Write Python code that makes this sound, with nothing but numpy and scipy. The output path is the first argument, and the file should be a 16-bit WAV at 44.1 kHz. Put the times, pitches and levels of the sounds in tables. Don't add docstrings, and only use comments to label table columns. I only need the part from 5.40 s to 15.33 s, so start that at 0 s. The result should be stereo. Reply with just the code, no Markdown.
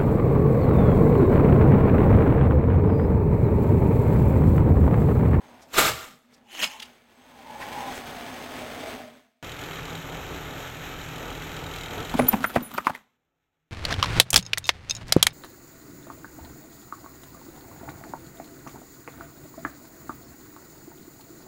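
import sys
import numpy as np
from scipy import signal
from scipy.fft import rfft, irfft
from scipy.io import wavfile

SR = 44100
rng = np.random.default_rng(int(sys.argv[2]) if len(sys.argv) > 2 else 0)


def dump_mix(stems):
    frames = np.atleast_2d(stems).T
    limited = np.clip(frames, -1, 1)
    pcm = np.round(limited * 32767).astype(np.int16)
    wavfile.write(sys.argv[1], SR, pcm)


N = 437913
TIME = np.arange(N) / SR
LAMPS_START_S, TOY_START_S = 4.027, 8.31
CUTOFF_HZ = 16000

# start_s, level_db, attack_s, hold_s, release_s
WALL_BREAK = [(0.345, -31.5, 0.067, 0.026, 0.11), (0.387, -14, 0.066, 0.0036, 0.13),
              (0.42, -23.5, 0.2, .06, 0.24), (0.56, -42.5, .2, 0.064, 0.45)]
# start_s, level_db, attack_s, hold_s, release_s
BASE_BREAK = [(1.13, -44, 0.18, 0.19, 0.52), (1.241, -21, 0.19, 0.00281, 0.058)]
# freq_hz, density_db (per Hz)
SHATTER_COLOUR = [(200, -9.5), (400, -3.5), (980, -5.5), (1230, -0.5), (1550, -5), (2300, -9),
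                  (3600, -13.5), (5000, -22), (7700, -13), (10000, -29), (13000, -15), (16000, -24)]
# freq_hz, density_db (per Hz)
BASE_COLOUR = [(200, -25.5), (650, 1), (1150, -1.5), (2000, -2), (3000, 6.5), (4600, -29.5), (6500, -4.5),
               (9000, -22), (16000, -18.5)]
# freq_hz, width_hz, level_db
PIECES = [(486, 48, -5.5), (647.5, 8.3, 0.5), (1213, 40, 3.5), (1316, 60, 0), (2064, 70, -4),
          (3660, 94, -5.5)]
# start_s, level_db, attack_s, hold_s, release_s
PIECE_RINGING = [(0.385, -23, .1, .07, .28), (0.575, -41, .1, .04, .42)]
# centre_s, level_db, pitch_hz, length_s
CHINKS = [(0.228, -53, 5450, 0.0083), (0.944, -54, 5160, 0.0056), (1.402, -32.5, 2900, 0.0022),
          (1.428, -31.5, 2970, 0.0034), (2.225, -36, 1860, 0.012), (2.33, -35.5, 2100, 0.0046),
          (2.56, -44, 7000, 0.01)]
# start_s, level_db, attack_s, hold_s, release_s, pitch_hz
DROPS = [(0.405, -38.5, 0.15, 0.03, 0.2, 73.9), (0.49, -34.5, 0.19, 0.025, 0.26, 142.2),
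         (0.685, -46, 0.17, 0.018, 0.23, 235), (1.225, -37, 0.25, 0.013, 0.14, 232)]
DROP_OCTAVES_PER_S = 7
# time_s, pitch_hz, level_db
GROAN = [(0.2, 738, -54.5), (0.899, 760, -74), (1.351, 876, -47), (1.621, 829.6, -76), (2.205, 820, -37.5),
         (2.492, 817.6, -32.5), (2.57, 745, -45), (3.6, 627, -40.5), (3.97, 624, -79.5)]
# pitch_ratio, level_db
GROAN_TONES = [(0.72, -9), (1, 1.5), (1.2, -5)]
# time_s, rumble_db, hiss_db
CREEP = [
    [(0.0, -49.5, -57), (0.26, -55.5, -60.5), (0.28, -54, -68)],
    [(0.82, -70.5, -75), (0.928, -59.5, -61), (1.06, -62.5, -74)],
]
# time_s, rumble_db, hiss_db
ROLL = [(1.47, -54, -54.5), (1.64, -62.5, -63.5), (2.189, -44, -47), (2.21, -41, -44.5), (2.57, -36, -38),
        (2.6, -40, -42.5), (3.53, -38.5, -41), (3.75, -55, -56.5), (3.97, -83, -77.5)]
# freq_hz, density_db (per Hz)
ROLL_COLOUR = [(30, -25.5), (60, -14), (180, -15.5), (600, -13), (1100, -18), (1850, -14.5), (3200, -17),
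               (4900, -24.5), (10000, -33), (16000, -31.5)]
# freq_hz, width_hz, level_db
ROLL_RINGS = [(6379, 30, -20), (8040, 60, -21)]
HUM_DB, HUM_FOLLOWS = -15, .75
TYRE_CAVITY_HZ = 245.5
ROAD_PAN_DB = -1.8

# start_s, knock_db, boom_db, pitch_hz (of the piece)
POPS = [(6.739, -19.5, -23.5, 714), (6.7915, -6, -20.5, 600), (6.817, -24, -25.5, 1420),
        (6.837, -45, -28.5, 560), (6.883, -23.5, -42, 874), (6.931, -9.5, -22, 740), (7.005, -33, -37, 793),
        (7.041, -12.5, -36.5, 1390), (7.096, -27, -51, 1290), (7.159, -8.5, -25, 680),
        (7.204, -33, -34.5, 1000), (7.311, -33, -45.5, 1060), (7.34, -27.5, -44, 1140),
        (7.378, -14.5, -38.5, 1200), (7.468, -11, -40, 990), (7.493, -19.5, -39.5, 870),
        (7.547, -29, -58, 2000)]
# freq_hz, density_db (per Hz)
POP_COLOUR = [(50, -6), (220, 9.5), (400, -1.5), (750, -3), (2000, -4.5), (3000, -5.5), (6000, -21.5),
              (16000, -27)]
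POP_RISE_S, POP_T60_S, POP_LEAD_S = .0025, .039, .1
EDGE_HZ, SPLINTER_HZ = 10013, 13900
# centre_s, pitch_hz, level_db, length_s
SQUEALS = [(6.796, EDGE_HZ, -36, 0.0068), (6.839, EDGE_HZ, -52, .02), (6.89, SPLINTER_HZ, -10, 0.005),
           (6.896, EDGE_HZ, -38, 0.018), (7.063, EDGE_HZ, -40.5, 0.0042), (7.076, SPLINTER_HZ, -38, 0.013),
           (7.232, SPLINTER_HZ, -38, .006), (7.256, EDGE_HZ, -44.5, 0.024),
           (7.344, SPLINTER_HZ, -40, 0.006)]
SQUEAL_RING_DB, SQUEAL_T60_S = -38, .3
# start_s, level_db, attack_s, hold_s, release_s
GRINDS = [(4.325, -33.5, 0.099, 0.0064, 0.092), (4.385, -38, 0.073, 0.02, 0.22)]
GRIT_DB = -47
# freq_hz, density_db (per Hz)
IDLE_COLOUR = [(25, -7), (45, 1), (125, 1), (205, -8), (290, -4), (450, 0), (600, -5), (850, -3),
               (1350, -18.5)]
# freq_hz, density_db (per Hz)
FAN_COLOUR = [(1000, 4.5), (2300, 1.5), (3900, -4.5), (4700, -20), (5600, -11.5), (6900, -8.5), (8200, -17),
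              (9600, -33.5), (12800, -10.5), (16000, -27)]
# freq_hz, width_hz, level_db
IDLE_RINGS = [(278, 27.8, -10.5), (1190, 29, -20), (1303, 37, -14), (1443, 42, -17.5)]
FIRING_HZ = 41.3
# firing_multiple, level_db
ORDERS_DB = [(1, -17), (2, -12), (3, -17)]
# time_s, level_db
VALVES = [(4.15, -44), (4.9, -50), (6.1, -47), (6.4, -41), (6.8, -44), (7.4, -70)]
# freq_hz, width_hz, level_db
VALVE_RINGS = [(2406, 430, -2), (3120, 260, 2), (3760, 150, -1.5), (6800, 210, -8.5)]
VALVE_TAP_S = .006
WHIRR_HZ, WHIRR_DB = 159, -8
IDLE_DB, IDLE_FADE_S, IDLE_RELEASE_S = -38, 6.83, 1.23
FAN_DB, FAN_FADE_S, FAN_RELEASE_S = -41.5, 6.78, 2.2
IDLE_END_S, QUIET_DB = 7.6, -82

# start_s, level_db, pitch_hz (of the piece), treble_db
CRACKS = [(8.451, -13.5, 4130, -42), (8.508, -18.5, 1380, -49), (8.525, -14.5, 1580, -46),
          (8.54, -23, 3200, -50), (8.627, -5, 1090, -47), (8.637, -17, 1280, -45),
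          (8.643, -15.5, 1100, -47), (8.658, -20.5, 1670, -48), (8.799, 9.5, 3600, 0),
          (8.904, -26, 8950, -17.5), (8.9298, -10, 3400, -14.5), (8.9419, -4.5, 2900, -11),
          (8.96, 4, 4900, -8.5), (8.966, -8, 5200, -11.5), (8.976, -12, 7400, -20), (9.1327, -8, 2530, -50),
          (9.1744, -15, 1970, -50), (9.1812, -23, 3860, -22), (9.2911, 1.5, 2030, -40),
          (9.723, -1, 4660, -10), (9.827, 2, 3200, -3.5), (9.8675, -2, 2300, -12)]
# freq_hz, density_db (per Hz)
CRACK_COLOUR = [(200, -35), (700, 14), (1800, -34), (3200, 15), (6000, 6), (9800, -28), (12000, -27.5),
                (16000, -26)]
# freq_hz, density_db (per Hz)
HOLLOW_COLOUR = [(60, -6), (150, -2), (450, 5.5), (1200, -3.5), (2500, 2), (8000, -51.5)]
CRACK_T60_S, CRACK_DOUBLING_DB = .013, 53
HOLLOW_DB, FLAP_DB, SNAP_LOW_HZ = -4.5, -3, 550
# freq_hz, level_db, t60_s
TOY_MODES = [(2660, -6, 0.043), (3700, -4.5, 0.048), (4280, -8.5, 0.021), (5160, -6, 0.031),
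             (6490, -1, 0.023)]
SHELL_DB_PER_OCTAVE = 13
# freq_hz, level_db, t60_s
BELLY = [(362, 9.5, 0.01), (171, -15.5, 0.071), (510, -6.5, 0.032)]
BURST_S = 9.7648
# start_s, level_db, pitch_hz
TICKS = [(9.027, -31, 6400), (9.052, -38, 5000), (9.064, -27.5, 5400), (9.242, -27, 4440),
         (9.255, -21.5, 4360), (9.497, -17.5, 6350), (9.509, -12, 5200), (9.551, -21, 5850),
         (9.566, -29, 6400), (9.906, -40, 3900)]
# start_s, level_db, attack_s, hold_s, release_s, pitch_hz
CRACKLES = [(8.783, -43, 1, 0.023, .05, 2060), (8.974, -28.5, .01, 0.017, 0.054, 3570),
            (9.27, -38, .02, 0.01, 0.036, 5300), (9.68, -42.5, 0.032, 0.0063, 0.056, 4930)]
# start_s, level_db, pitch_hz
BUMPS = [(8.318, -25, 93.7), (8.578, -19.5, 85), (8.981, -25, 182)]
BUMP_T60_S = .078
# start_s, level_db, attack_s, hold_s, release_s
CAVE_INS = [(8.51, -31, 0.3, 0.012, 0.094), (8.937, -24.5, 0.019, 0.043, 0.063),
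            (9.69, -43, 0.98, 0.18, 0.15)]
# freq_hz, density_db (per Hz)
PRESS_COLOUR = [(25, 0.5), (60, 2), (115, 3.5), (200, -5.5), (330, -12), (2100, -14.5), (4200, -21.5),
                (7500, -33), (16000, -52)]
# time_s, pitch_hz
TREAD = [(8.33, 80.3), (8.46, 74.7), (8.662, 106), (8.954, 131.3), (9.112, 109.4), (9.366, 68.9),
         (9.49, 114), (9.92, 112.3)]
SHORT_BLOCKS_RATIO, SHORT_BLOCKS_DB = 1.45, -7
SPLIT_S, STRAIN_DB, STRAIN_ATTACK_S, STRAIN_RELEASE_S = 8.79, -29, 1.63, .074
STRAIN_RUB_DB, SLACK_RUMBLE_DB, SLACK_RUB_DB = -2.5, -51, -54.5


def glass_crunch(stages, colour, tinkle, per_s, tinkle_db, crunch_db, splinter_db, pan_db):
    fractures = grains(per_s, spread_db=3, smooth_db=-15) * from_db(2.5 * drift(300))
    glass = coloured(fractures, colour) + from_db(tinkle_db) * tinkle
    glass = low_and_high(glass, 4000, from_db(crunch_db), from_db(splinter_db))
    return panned(swells(stages) * glass, pan_db)


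def shards(count=48):
    out = np.zeros((2, N))
    pitches_hz = np.geomspace(1800, 15000, count) * rng.uniform(.97, 1.03, count)
    for k, hz in enumerate(pitches_hz):
        strikes = rng.random(N) < 45 / SR
        out[k % 2] += ring(strikes, hz, .03) * (hz / 1800) ** -.6
    return rms_one(out)


def large_pieces():
    return swells(PIECE_RINGING) * rms_one(resonances(rng.standard_normal((2, N)), PIECES))


def chinks():
    out, t = np.zeros((2, N)), np.arange(SR // 5) / SR
    middle_s = t.mean()
    for s, db, hz, length_s in CHINKS:
        noise = rng.standard_normal((2, len(t)))
        shard = resonate(noise, hz, hz * .35) + from_db(-19) * cut(noise, 900, "high")
        add(out, s - middle_s, from_db(db) * shard / np.cosh((t - middle_s) / length_s * .94))
    return out


def pops():
    out, t = np.zeros((2, N)), np.arange(SR // 3) / SR
    for s, knock_db, boom_db, piece_hz in POPS:
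        fractures = from_db(4 * rms_one(cut(rng.standard_normal(len(t)), 300, "low")))
        noise = coloured(fractures * rng.standard_normal((2, len(t))), POP_COLOUR)
        boom = from_db(boom_db + 10.5) * rms_one(cut(noise, 510, "low"))
        boom = boom * burst(t, .0041, POP_T60_S * 2.43, -30, .3)
        cavity = from_db(boom_db - 4) * resonate(noise, TYRE_CAVITY_HZ, 34) * burst(t, .0045, .24, -18, .7)
        piece = rms_one(cut(cut(noise, 420, "high"), 2230, "low"))
        piece = rms_one(piece + from_db(4) * resonate(noise, piece_hz, 300))
        knock = from_db(knock_db + 6.5) * piece * burst(t, POP_RISE_S, POP_T60_S, -29.5, .33)
        splinters = rms_one(cut(noise, 2200, "high"))
        crack = from_db(.55 * knock_db - 15) * splinters * burst(t, .0011, POP_T60_S, -23, .3)
        lead = from_db(knock_db - 20) * (piece + splinters) * swell(t[-1], POP_LEAD_S, 0, 1, t)
        add(out, s - t[-1], panned(lead, -3.5))
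        add(out, s, panned(boom + cavity + knock + crack, -2.4))
    return out


def squeals():
    out, t = np.zeros((2, N)), np.arange(-SR // 20, SR // 5) / SR
    for s, hz, db, length_s in SQUEALS:
        slip = np.exp(-(t / length_s) ** 2)
        ring_db = min(db - 9, SQUEAL_RING_DB) - db
        after = from_db(ring_db - 60 * np.abs(t) / SQUEAL_T60_S) * (t > 0)
        waver_hz = 55 * rms_one(cut(rng.standard_normal(len(t)), 90.5, "low"))
        tone = np.sqrt(2) * np.sin(2 * np.pi * np.cumsum(hz + waver_hz) / SR)
        add(out, s + t[0], panned(from_db(db) * np.maximum(slip, after) * tone, -8))
    return out


def cracks():
    out, t = np.zeros((1, N)), np.arange(SR // 5) / SR
    for s, db, hz, treble_db in CRACKS:
        t60_s = CRACK_T60_S * 2 ** (-db / CRACK_DOUBLING_DB)
        noise = rng.standard_normal((4, len(t)))
        snap = from_db(-3) * coloured(noise[0], CRACK_COLOUR)
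        snap = snap + from_db(-.5) * resonate(noise[1], hz, hz * .17)
        snap = snap + from_db(HOLLOW_DB) * coloured(noise[2], HOLLOW_COLOUR)
        snap = cut(snap, SNAP_LOW_HZ, "high", order=3)
        edge = from_db(treble_db + 2) * rms_one(cut(cut(noise[3], 6600, "high", order=4), 8300, "low"))
        shell = shell_ring(t, hz) * from_db(-.5 * (db + 22))
        broken = (from_db(db - 2) * snap + edge) * burst(t, .00047, t60_s, -23.5, .063)
        add(out, s, broken + from_db(db - 18 + FLAP_DB) * shell)
    return out


def shell_ring(t, hz):
    bend = 1 + .025 * rng.standard_normal()
    out = 0
    for mode_hz, db, t60_s in TOY_MODES:
        level_db = db + rng.normal(0, 2.6) - SHELL_DB_PER_OCTAVE * abs(np.log2(mode_hz / hz))
        decay = from_db(level_db - 60 * t / t60_s)
        out = out + rng.choice([-1, 1]) * decay * np.sin(2 * np.pi * mode_hz * bend * t)
    return out


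def belly_burst():
    puff = np.exp(-((TIME - BURST_S) / .00044) ** 2)
    thump = sum(from_db(db) * ring(puff / puff.sum(), hz, t60_s) for hz, db, t60_s in BELLY)
    since_s = np.maximum(TIME - BURST_S, 0)
    leak = from_db(-24.5) * rms_one(cut(rng.standard_normal(N), 3000, "low", order=1))
    return thump + leak * burst(since_s, .0005, .015, -38, .084)


def flap_ticks():
    out, t = np.zeros((1, N)), np.arange(SR // 5) / SR
    for s, db, hz in TICKS:
        click = resonate(rng.standard_normal(len(t)), hz, 3000) * burst(t, .00042, .0093, -21.5, .17)
        chatter = from_db(3 * rms_one(cut(rng.standard_normal(len(t)), 250, "low")))
        add(out, s, from_db(db) * chatter * (shell_ring(t, hz) + from_db(-13.5) * click))
    return out


def crackles():
    clicks = grains(per_s=420, spread_db=2.5, smooth_db=-12)[0]
    return sum(from_db(db) * swell(s, *shape) * resonate(clicks, hz, hz / 2)
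               for s, db, *shape, hz in CRACKLES)


def tyre_drops():
    out = 0
    for s, db, *shape, hz in DROPS:
        pitch_hz = hz * 2 ** (-DROP_OCTAVES_PER_S * np.clip(TIME - s, -.1, .15))
        out = out + from_db(db) * swell(s, *shape) * wavering(pitch_hz, 30)
    return out


def bumps():
    out, t = np.zeros((1, N)), np.arange(SR // 5) / SR
    for s, db, hz in BUMPS:
        add(out, s, from_db(db) * swell(.01, .023, 0, BUMP_T60_S, t) * np.sin(2 * np.pi * hz * t))
    return out


def debris():
    fractures = grains(per_s=170, spread_db=3.5, smooth_db=-9)
    crackle = coloured(fractures, SHATTER_COLOUR) * from_db(2.5 * drift(30))
    first_pop_s = POPS[0][0]
    crushing = from_db(-42) * swell(first_pop_s, .5, 0, 4) * (TIME < IDLE_END_S)
    creeping = from_db(GRIT_DB) * (TIME < first_pop_s) + swells(GRINDS)
    return panned(crushing * crackle + creeping * cut(crackle, 4000, "low", order=4), -1.5)


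def groan():
    s, hz, db = np.transpose(GROAN)
    pitch_hz = np.interp(TIME, s, hz)
    tones = sum(from_db(tone_db) * wavering(ratio * pitch_hz, 32) for ratio, tone_db in GROAN_TONES)
    return from_db(np.interp(TIME, s, db) + 1) * rms_one(tones)


def rolling():
    rumble, hiss = gains(np.vstack([*CREEP, ROLL]))
    grit = under_car(grains(per_s=900, spread_db=4.5, smooth_db=0), echo_db=-13)
    grit = grit * from_db(.8 * drift(40))
    whistles = resonances(rng.standard_normal((2, N)), ROLL_RINGS) * from_db(2 * drift(10))
    road = coloured(grit, ROLL_COLOUR) + whistles
    road = low_and_high(road, 1100, from_db(-.5) * rumble, from_db(1.1) * hiss)
    hum = from_db(HUM_DB) * rumble ** HUM_FOLLOWS * wavering(TYRE_CAVITY_HZ, 14)
    return panned(hum + road, ROAD_PAN_DB)


def pressing():
    strain = from_db(STRAIN_DB) * swell(SPLIT_S, STRAIN_ATTACK_S, 0, STRAIN_RELEASE_S)
    caving = swells(CAVE_INS)
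    rumble = strain + caving + from_db(SLACK_RUMBLE_DB)
    rubbing = from_db(STRAIN_RUB_DB) * strain + from_db(-6.5) * caving + from_db(SLACK_RUB_DB)
    rubbing = rubbing * from_db(2.5 * drift(45))
    slips = grains(per_s=700, spread_db=3, smooth_db=-2)[0]
    rub = low_and_high(coloured(slips, PRESS_COLOUR), 320, from_db(-1.5) * rumble, rubbing)
    turn = 2 * np.pi * np.cumsum(np.interp(TIME, *np.transpose(TREAD))) / SR
    hum = np.sin(turn) + from_db(SHORT_BLOCKS_DB) * np.sin(SHORT_BLOCKS_RATIO * turn)
    hum = hum * from_db(2 * drift(16))
    return rub + (from_db(-3.5) * strain + from_db(-46)) * hum


def idling():
    running = swell(LAMPS_START_S, .01, IDLE_END_S - LAMPS_START_S, .34)
    load_db = np.interp(TIME, (5.7, 8), (-1, 2.5))
    rumble = from_db(IDLE_DB + load_db) * running * swell(0, 1, IDLE_FADE_S, IDLE_RELEASE_S)
    rumble = rumble + from_db(QUIET_DB)
    hiss = from_db(FAN_DB + .53 * load_db) * running * swell(0, 1, FAN_FADE_S, FAN_RELEASE_S)
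    hiss = hiss + from_db(QUIET_DB - 2.5)
    turn = 2 * np.pi * np.cumsum(FIRING_HZ * (1 + .018 * drift(14))) / SR
    orders = 0
    for k, db in ORDERS_DB:
        tone = np.sqrt(2) * np.sin(k * turn + rng.uniform(0, 2 * np.pi, (2, 1)))
        orders = orders + from_db(db + 3 * drift(9)) * tone
    whirr = from_db(WHIRR_DB) * resonate(rng.standard_normal((2, N)), WHIRR_HZ, 4.2)
    bay = resonances(rng.standard_normal((2, N)), IDLE_RINGS)
    body = cut(coloured(rng.standard_normal((2, N)), IDLE_COLOUR) + bay, 1350, "low", order=4)
    body = body * from_db(1.8 * drift(13)) + orders + whirr
    air = under_car(grains(per_s=1500, spread_db=3.5, smooth_db=1), echo_db=-16)
    air = air * from_db(1.1 * drift(28))
    fan = cut(coloured(air, FAN_COLOUR) + bay, 1400, "high", order=4)
    low = from_db(4) * rumble * rms_one(body)
    high = from_db(1.5) * hiss * rms_one(fan) + running * valve_ticks(turn)
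    return panned(low, -2.4) + panned(high, -6)


def valve_ticks(turn):
    firing, phase = np.divmod(turn / (2 * np.pi), 1)
    strength = from_db(2.5 * rng.standard_normal(N))[firing.astype(int)]
    taps = strength * np.exp(-phase / FIRING_HZ / VALVE_TAP_S) * rng.standard_normal((2, N))
    return gains(VALVES)[0] * rms_one(resonances(taps, VALVE_RINGS))


def under_car(x, echo_db, count=18):
    out = x.copy()
    for k in range(count):
        lag = int(rng.uniform(.002, .035) * SR)
        out[k % 2, lag:] += from_db(echo_db) * rng.choice([-1, 1]) * x[k % 2, :-lag]
    return out


def wavering(hz, flutter_hz):
    phase = 2 * np.pi * np.cumsum(hz * (1 + .04 * drift(16))) / SR
    grip = rms_one(cut(rng.standard_normal((2, 2, N)), flutter_hz, "low"))
    return rms_one(grip[0] * np.sin(phase) + grip[1] * np.cos(phase))


def grains(per_s, spread_db, smooth_db):
    sizes = from_db(spread_db * np.minimum(rng.exponential(1, (2, N)), 4))
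    sizes = sizes * rng.choice([-1, 1], (2, N))
    clicks = rms_one(sizes * (rng.random((2, N)) < per_s / SR))
    return rms_one(clicks + from_db(smooth_db) * rng.standard_normal((2, N)))


def burst(t, rise_s, t60_s, tail_db, tail_t60_s):
    fall = from_db(-60 * t / t60_s) + from_db(tail_db - 60 * t / tail_t60_s)
    return (1 - np.exp(-t / rise_s)) * fall


def swell(s, attack_s, hold_s, release_s, t=TIME):
    before = np.maximum(s - t, 0) / attack_s
    after = np.maximum(t - s - hold_s, 0) / release_s
    return from_db(-60 * (before + after))


def swells(rows):
    return np.sqrt(sum((from_db(db) * swell(s, *shape)) ** 2 for s, db, *shape in rows))


def drift(per_s):
    knots = rng.standard_normal(2000)
    return rms_one(np.interp(TIME * per_s, np.arange(len(knots)), knots))


def coloured(x, spectrum, size=4096):
    hz, db = np.transpose(spectrum)
    log_hz = np.log(np.maximum(np.arange(size // 2 + 1) * SR / size, 1))
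    cepstrum = irfft(np.log(from_db(np.interp(log_hz, np.log(hz), db))))
    cepstrum[1:size // 2] *= 2
    cepstrum[size // 2 + 1:] = 0
    response = irfft(np.exp(rfft(cepstrum)))
    return rms_one(signal.oaconvolve(np.atleast_2d(x), response[None], axes=1)[:, :x.shape[-1]])


def resonate(x, hz, width_hz):
    r = np.exp(-np.pi * width_hz / SR)
    poles = [1, -2 * r * np.cos(2 * np.pi * hz / SR), r * r]
    return rms_one(signal.lfilter([1, 0, -1], poles, x + 1e-18))


def resonances(x, table):
    return sum(from_db(db) * resonate(x, hz, width_hz) for hz, width_hz, db in table)


def ring(x, hz, t60_s):
    r, w = from_db(-60 / (t60_s * SR)), 2 * np.pi * hz / SR
    return signal.lfilter([0, np.sin(w)], [1, -2 * r * np.cos(w), r * r], x + 1e-18)


def cut(x, hz, kind, order=2):
    sos = signal.butter(order, np.clip(hz, 10, .45 * SR), kind, fs=SR, output="sos")
    return signal.sosfilt(sos, x)


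def low_and_high(x, split_hz, low, high):
    below = rms_one(cut(x, split_hz, "low", order=4))
    above = rms_one(cut(x, split_hz, "high", order=4))
    return low * below + high * above


def from_db(db):
    return 10 ** (np.asarray(db) / 20)


def rms_one(x):
    return x / np.sqrt(np.mean(x ** 2) + 1e-20)


def gains(rows):
    s, *columns = np.transpose(rows)
    return [from_db(np.interp(TIME, s, column)) for column in columns]


def panned(x, pan_db):
    return x * from_db(np.array([[.5], [-.5]]) * pan_db)


def add(out, s, sound):
    at = max(round(s * SR), 0)
    out[:, at:at + sound.shape[-1]] += sound[..., :N - at]


def scene():
    tinkle = shards()
    wall = glass_crunch(WALL_BREAK, SHATTER_COLOUR, tinkle, per_s=3000, tinkle_db=-4,
                        crunch_db=1.5, splinter_db=-2, pan_db=-1.5)
    base = glass_crunch(BASE_BREAK, BASE_COLOUR, tinkle, per_s=1500, tinkle_db=-5.5,
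                        crunch_db=1, splinter_db=-3.5, pan_db=-2)
    breaking = under_car(wall + base + large_pieces() + tyre_drops() + chinks(), echo_db=-18.5)
    glass = breaking + rolling() + groan()
    lamps = pops() + squeals() + debris() + idling()
    toy = cracks() + cut(belly_burst(), 96, "high") + flap_ticks() + crackles() + bumps() + pressing()
    return np.where(TIME < LAMPS_START_S, glass, np.where(TIME < TOY_START_S, lamps, toy))


def record(dry):
    top = .95
    low_pass = signal.ellip(10, .1, 80, CUTOFF_HZ, fs=SR, output="sos")
    return signal.sosfilt(low_pass, top * np.tanh(dry / top))


dry = scene()
out = record(dry)
dump_mix(out)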